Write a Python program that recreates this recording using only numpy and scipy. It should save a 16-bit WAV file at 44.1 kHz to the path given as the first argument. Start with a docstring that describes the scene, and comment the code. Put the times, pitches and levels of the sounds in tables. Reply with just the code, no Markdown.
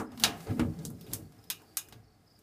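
"""Inside a small trailer a hand unclips a metal latch and tilts a wooden bin door open.
The latch snaps and ticks as decaying resonances; the hard walls answer each click with a short dense tail.
The door knocks and rumbles as noise forces drive its modes, while the hinge scrapes and rubs.
Crickets chirp faintly outside as pulsed narrow noise, over the steady shaped noise of the quiet cabin."""
import sys
import numpy as np
from scipy import signal
from scipy.fft import rfft, irfft
from scipy.io import wavfile

SR = 44100
rng = np.random.default_rng(int(sys.argv[2]) if len(sys.argv) > 2 else 0)


def file_out(sig):
    """Save sig as 16-bit WAV at sys.argv[1]."""
    # one column per channel
    cols = np.atleast_2d(sig).T
    # limit, then scale
    lim = np.clip(cols, -1, 1)
    pcm = np.round(lim * 32767).astype(np.int16)
    wavfile.write(sys.argv[1], SR, pcm)


N = 107118


def amp(db):
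    """Level law: 20 dB is a factor of ten in amplitude."""
    return 10 ** (np.asarray(db, float) / 20)


def unit(x):
    """Normalization to an RMS of one."""
    return x / np.sqrt(np.mean(x ** 2))


def band(x, hz, octaves):
    """Zero-phase filtering: a bell on a log-frequency axis, down to 1/e at the given octaves off centre."""
    f = np.maximum(np.fft.rfftfreq(x.shape[-1], 1 / SR), 1)
    bell = np.exp(-(np.log2(f / hz) / octaves) ** 2)
    return irfft(rfft(x) * bell, x.shape[-1])


def grains(shape, scatter_db):
    """Impulsive noise: Gaussian samples whose sizes are spread further by a capped exponential draw."""
    boost_db = scatter_db * np.minimum(rng.exponential(size=shape), 3)
    return unit(rng.standard_normal(shape) * amp(boost_db))


def fade(t, t60):
    """Exponential decay: 60 dB in t60 seconds."""
    return np.exp(-np.log(1000) * t / t60)


def ring(modes, t):
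    """Modal superposition: an impulse response as a sum of decaying sines."""
    return sum(amp(db) * fade(t, t60) * np.sin(2 * np.pi * hz * t) for hz, db, t60 in modes)


def add(out, x, s):
    """Linear superposition: mix x into out from time s, trimmed at both ends."""
    i = int(round(s * SR))
    x = x[max(-i, 0):N - i]
    out[max(i, 0):max(i, 0) + len(x)] += x


# Resonances of the metal latch: f/Hz, relative level/dB, t60/s
LATCH_MODES = [(766, 2, 0.042), (1230, -9, 0.14), (1595, -4.5, 0.13), (2050, -8, 0.04), (2465, -7, .25),
               (2850, -6, .25), (3320, -5.5, .13), (3770, -3, 0.15), (4274, -13.5, .1), (5165, -4, 0.12),
               (6280, -5.5, 0.087), (6600, -9.5, 0.14), (9440, -6, .08), (12160, -0.5, .08)]
LATCH_WIDTH_OCTAVES = .085


def latch_ring(echoes, levels, latch_db, t):
    """Resonance roughened by wall echoes: decaying narrow noise bands, tinted by the click's own spectrum."""
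    out = 0
    for hz, db, t60 in LATCH_MODES:
        colour_db = np.interp(np.log(hz), np.log(CLICK_BANDS), levels) - max(levels)
        # the reversed grains keep the ring's noise distinct from the wall tail's
        rough_tone = unit(band(echoes[::-1], hz, LATCH_WIDTH_OCTAVES))
        out = out + amp(latch_db + colour_db + db) * rough_tone * fade(t, t60)
    return out


# Cabin tail, one entry per click band: early t60/s
EARLY_TAIL = [0.15, 0.089, .09, 0.073, 0.037]
# Cabin tail, one entry per click band: late t60/s
LATE_TAIL = [.4, 0.19, 0.27, 0.22, 0.19]
# Cabin tail, one entry per click band: late level relative to early/dB
LATE_LEVEL = [-10.5, -9, -14.5, -14.5, -8]
CRACK_T60_S, CRACK_DB = .009, 2  # crack level relative to the start of the tail


def wall_tail(echoes, levels, t):
    """Double-slope reverberation: each band decays first fast, then slowly, under a brief crack."""
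    out = 0
    for hz, db, early, late, late_db in zip(CLICK_BANDS, levels, EARLY_TAIL, LATE_TAIL, LATE_LEVEL):
        tail = (fade(t, early) + amp(late_db) * fade(t, late)) / (1 + amp(late_db))
        crack = amp(CRACK_DB) * fade(t, CRACK_T60_S)
        out = out + amp(db) * unit(band(echoes, hz, 0.66)) * (tail + crack)
    return out


# Modes of door and bin: f/Hz, relative level/dB, t60/s
DOOR_MODES = [(68, -13.5, 0.086), (106.4, -3, .08), (164.8, -7, 0.1), (219, -7, 0.2), (243, 2.5, 0.12),
              (315.3, 0, .12), (374.5, -4, .1), (436, 1, 0.072), (549.7, -7, 0.053), (718, -10, 0.065),
              (782.6, -10.5, .06), (1088, -17, 0.023), (1265.5, -15.5, 0.041), (1640, -19, 0.088),
              (2056, -22.5, 0.07)]


def body(modes, t):
    """Modal impulse response: high-passed to drop the slow push, then scaled to unit energy."""
    high_pass = signal.butter(3, 60, "high", fs=SR, output="sos")
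    x = signal.sosfilt(high_pass, ring(modes, t))
    return x / np.sqrt(np.sum(x ** 2))


# Centres of the click bands: f/Hz
CLICK_BANDS = [1000, 2200, 4200, 7700, 13200]
# Latch and hinge clicks: t/s, tail level/dB in each of the five click bands before the crack is added,
# latch ring drive/dB, door knock drive/dB
CLICK_EVENTS = [(-.015, -32, -69, -54, -39, -46.5, -78, -32.5),
                (0.119, -61, -70, -66.5, -69, -69, -78.5, -66.5),
                (0.1753, -56, -60, -55.5, -66, -57.5, -71, -67.5),
                (0.1981, -57, -58.5, -46.5, -76, -40, -55.5, -45.5),
                (0.2371, -33.5, -29.5, -23, -29, -31, -25.5, -33),
                (0.4046, -61, -67, -59, -62, -81, -78, -68),
                (0.4692, -62, -76, -59.5, -62, -78, -70, -31.5),
                (0.595, -39.5, -38.5, -56.5, -46.5, -63, -75, -20.5),
                (.789, -71, -78, -61, -63, -87, -62, -51),
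                (0.851, -63.5, -85, -50.5, -40.5, -47.5, -76, -39),
                (0.902, -63, -78, -87, -62.5, -54, -85, -46),
                (1.0105, -78, -76.5, -58, -70, -53.5, -56, -67),
                (1.066, -82, -71.5, -70.5, -85, -70, -59, -58),
                (1.116, -82, -73.5, -59, -76, -64, -76, -41),
                (1.128, -59.5, -58.5, -61, -54, -56, -65, -35),
                (1.1334, -55.5, -52.5, -47, -34.5, -32.5, -42, -56),
                (1.3218, -71, -80, -72, -76, -69, -84, -71),
                (1.44, -96, -80, -66, -100, -60.5, -68.5, -62.5),
                (1.501, -51.5, -44, -39, -38.5, -34, -33, -52.5),
                (1.599, -63, -76, -78, -88, -84, -90, -60), (1.618, -62.5, -75.5, -74, -73, -67, -77, -58),
                (1.770, -50.5, -47, -44.5, -32.5, -32, -30, -57),
                (1.886, -68.5, -69.5, -76, -63, -62, -60, -72),
                (1.9243, -61.5, -61, -55, -71, -55.5, -67, -41),
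                (2.39, -81, -81, -82, -70.5, -68.5, -91, -57)]
ECHO_SCATTER_DB, RISE_S, KNOCK_T60_S = 2.5, .0002, 0.033  # RISE_S is a time constant


def clicks():
    """Impulsive excitation: each click scatters off the walls, rings the latch and pushes the door."""
    out, t = np.zeros(N), np.arange(16384) / SR
    rise = 1 - np.exp(-t / RISE_S)
    door = body(DOOR_MODES, t)
    for s, *levels, latch_db, knock_db in CLICK_EVENTS:
        echoes = grains(len(t), ECHO_SCATTER_DB)
        snap = latch_ring(echoes, levels, latch_db, t) + wall_tail(echoes, levels, t)
        push = rng.standard_normal(len(t)) * fade(t, KNOCK_T60_S)
        knock = signal.fftconvolve(door, push)[:len(t)]
        add(out, snap * rise + amp(knock_db) * knock, s)
    return out


# Hinge drag: t/s, force level/dB on each of four groups of door modes from deep to middle,
# scrape level/dB (also the force on the fifth, highest group; the scrape is then lowered by SCRAPE_HISS_DB),
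# fine treble rub level/dB
DRAG_LEVELS = [(0.0, -54, -58, -36, -34, -45, -86), (0.07, -61, -70, -53.5, -51, -70.5, -83),
               (0.14, -46.5, -65, -47.5, -66, -56.5, -67), (0.18, -62, -68, -49.5, -66.5, -74, -62.5),
               (0.25, -50.5, -52, -39.5, -39, -36.5, -39), (0.32, -53, -55.5, -46, -50.5, -47, -61),
               (0.45, -65, -55.5, -65, -57, -61, -55), (0.47, -48, -56, -56, -48, -52, -62),
               (0.51, -32, -47, -39, -38, -47, -57), (0.56, -77, -48, -37, -55.5, -65, -61),
               (0.61, -36, -45, -30, -32, -43.5, -57.5), (0.68, -35, -39, -44.5, -44.5, -71, -65),
               (0.74, -56, -55, -46.5, -54, -62.5, -65.5), (0.78, -71, -40.5, -56, -55, -64.5, -66),
               (0.85, -46, -46.5, -46.5, -50, -61, -59.5), (0.93, -52.5, -43, -47.5, -53.5, -89, -68),
               (0.99, -56, -52, -64, -61.5, -69, -66.5), (1.03, -58, -54.5, -54, -57, -71, -64.5),
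               (1.07, -54, -62, -62, -51, -68, -64), (1.11, -47, -49.5, -52.5, -49.5, -63.5, -57),
               (1.2, -45.5, -54, -53, -50.5, -68.5, -65), (1.3, -64, -58, -64, -65, -73.5, -71.5),
               (1.39, -58, -71, -70.5, -65, -68, -69.5), (1.45, -66.5, -67, -72, -63, -72.5, -70.5),
               (1.81, -67.5, -76.5, -76, -69.5, -70, -69), (1.97, -55, -69, -66.5, -60, -69.5, -74),
               (2.06, -65, -70.5, -74, -74, -74.5, -84.5), (2.43, -69.5, -77, -81, -72.5, -76, -73)]
# Groups of door modes driven together: first index, index after the last
DRIVEN_GROUPS = [(0, 2), (2, 3), (3, 5), (5, 9), (9, 15)]
DRAG_GRAIN_DB, SCRAPE_HISS_DB = 3.0, -3
SCRAPE_HZ, RUB_HZ = 1110, 7000


def drag():
    """Friction excitation: uneven forces shake the door's modes, scrape, and rub finely in the treble."""
    t, columns = np.arange(N) / SR, np.array(DRAG_LEVELS).T
    *forces, rub = (amp(np.interp(t, columns[0], c)) for c in columns[1:])
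    shake = 0
    for force, (a, b) in zip(forces, DRIVEN_GROUPS):
        response = body(DOOR_MODES[a:b], t[:SR // 2])
        shake = shake + signal.fftconvolve(force * grains(N, DRAG_GRAIN_DB), response)[:N]
    scrape = forces[-1] * amp(SCRAPE_HISS_DB) * unit(band(grains(N, 2.5), SCRAPE_HZ, 1.4))
    fine_rub = rub * unit(band(grains(N, 1.5), RUB_HZ, 3.9))
    return shake + scrape + fine_rub


# Spectrum of the quiet cabin: f/Hz, relative spectral level/dB
AIR_SPECTRUM = [(15, -33.5), (25, -2.5), (107, 2), (457, -9.5), (598, -14), (1270, -17), (2700, -29.5),
                (5010, -16), (5580, -24), (15500, -30.5)]
AIR_DB = -69.5  # RMS level before the final low-pass


def air():
    """Stationary noise: a steady hush with a fixed spectrum, interpolated over log frequency."""
    f, (hz, db) = np.maximum(np.fft.rfftfreq(N, 1 / SR), 1), np.array(AIR_SPECTRUM).T
    shape = amp(np.interp(np.log(f), np.log(hz), db))
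    return amp(AIR_DB) * unit(irfft(rfft(rng.standard_normal(N)) * shape, N))


# Crickets: f/Hz, first chirp t/s, chirp period/s, pulses per chirp (count), pulse spacing/s, pulse length/s
CRICKET_SONGS = [(4480, .24, .448, 7, .022, .016), (5110, .058, .44, 3, .043, .028),
                 (5520, .297, .345, 3, .043, .032), (4760, .435, .612, 6, .021, .017),
                 (5150, .24, .449, 3, .043, .015)]
# Central pulse level of each cricket before scatter and echoes: level/dB
CRICKET_LEVELS = [-76, -71.5, -81.5, -71.5, -77]
CRICKET_WIDTH_OCTAVES, CRICKET_ECHO_S = .03, 0.019  # the echo time is a time constant


def crickets():
    """Amplitude modulation: chirps of short pulses gate a rough narrow tone, blurred by echoes on the way in."""
    out = 0
    blur = np.exp(-np.arange(SR // 20) / SR / CRICKET_ECHO_S)
    for (hz, first, period, count, spacing, length), db in zip(CRICKET_SONGS, CRICKET_LEVELS):
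        gate, pulse = np.zeros(N), np.hanning(int(length * SR))
        for n, chance in enumerate(rng.standard_normal((8, 8))):
            for k, b in enumerate(chance[:count]):
                start = min(first + n * period + k * spacing, N / SR)
                add(gate, amp(db + 1.5 * b) * pulse, start)  # pulse levels scatter by 1.5 dB
        gate = gate + signal.fftconvolve(gate, blur / blur.sum())[:N]
        out = out + gate * unit(band(rng.standard_normal(N), hz, CRICKET_WIDTH_OCTAVES))
    return out


def scene():
    """Linear superposition of all sources in one channel."""
    return (clicks() + drag() + air() + crickets())[None]


DROP_HZ, TOP_HZ = 15300, 16494


def record(dry):
    """Low-pass filtering: the band ends with a drop at 15.3 kHz and a steep cut at 16.5 kHz."""
    drop = signal.ellip(6, .3, 28, DROP_HZ, fs=SR, output="sos")
    steep_cut = signal.ellip(8, .2, 70, TOP_HZ, fs=SR, output="sos")
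    return signal.sosfilt(steep_cut, signal.sosfilt(drop, dry))


dry = scene()
out = record(dry)
file_out(out)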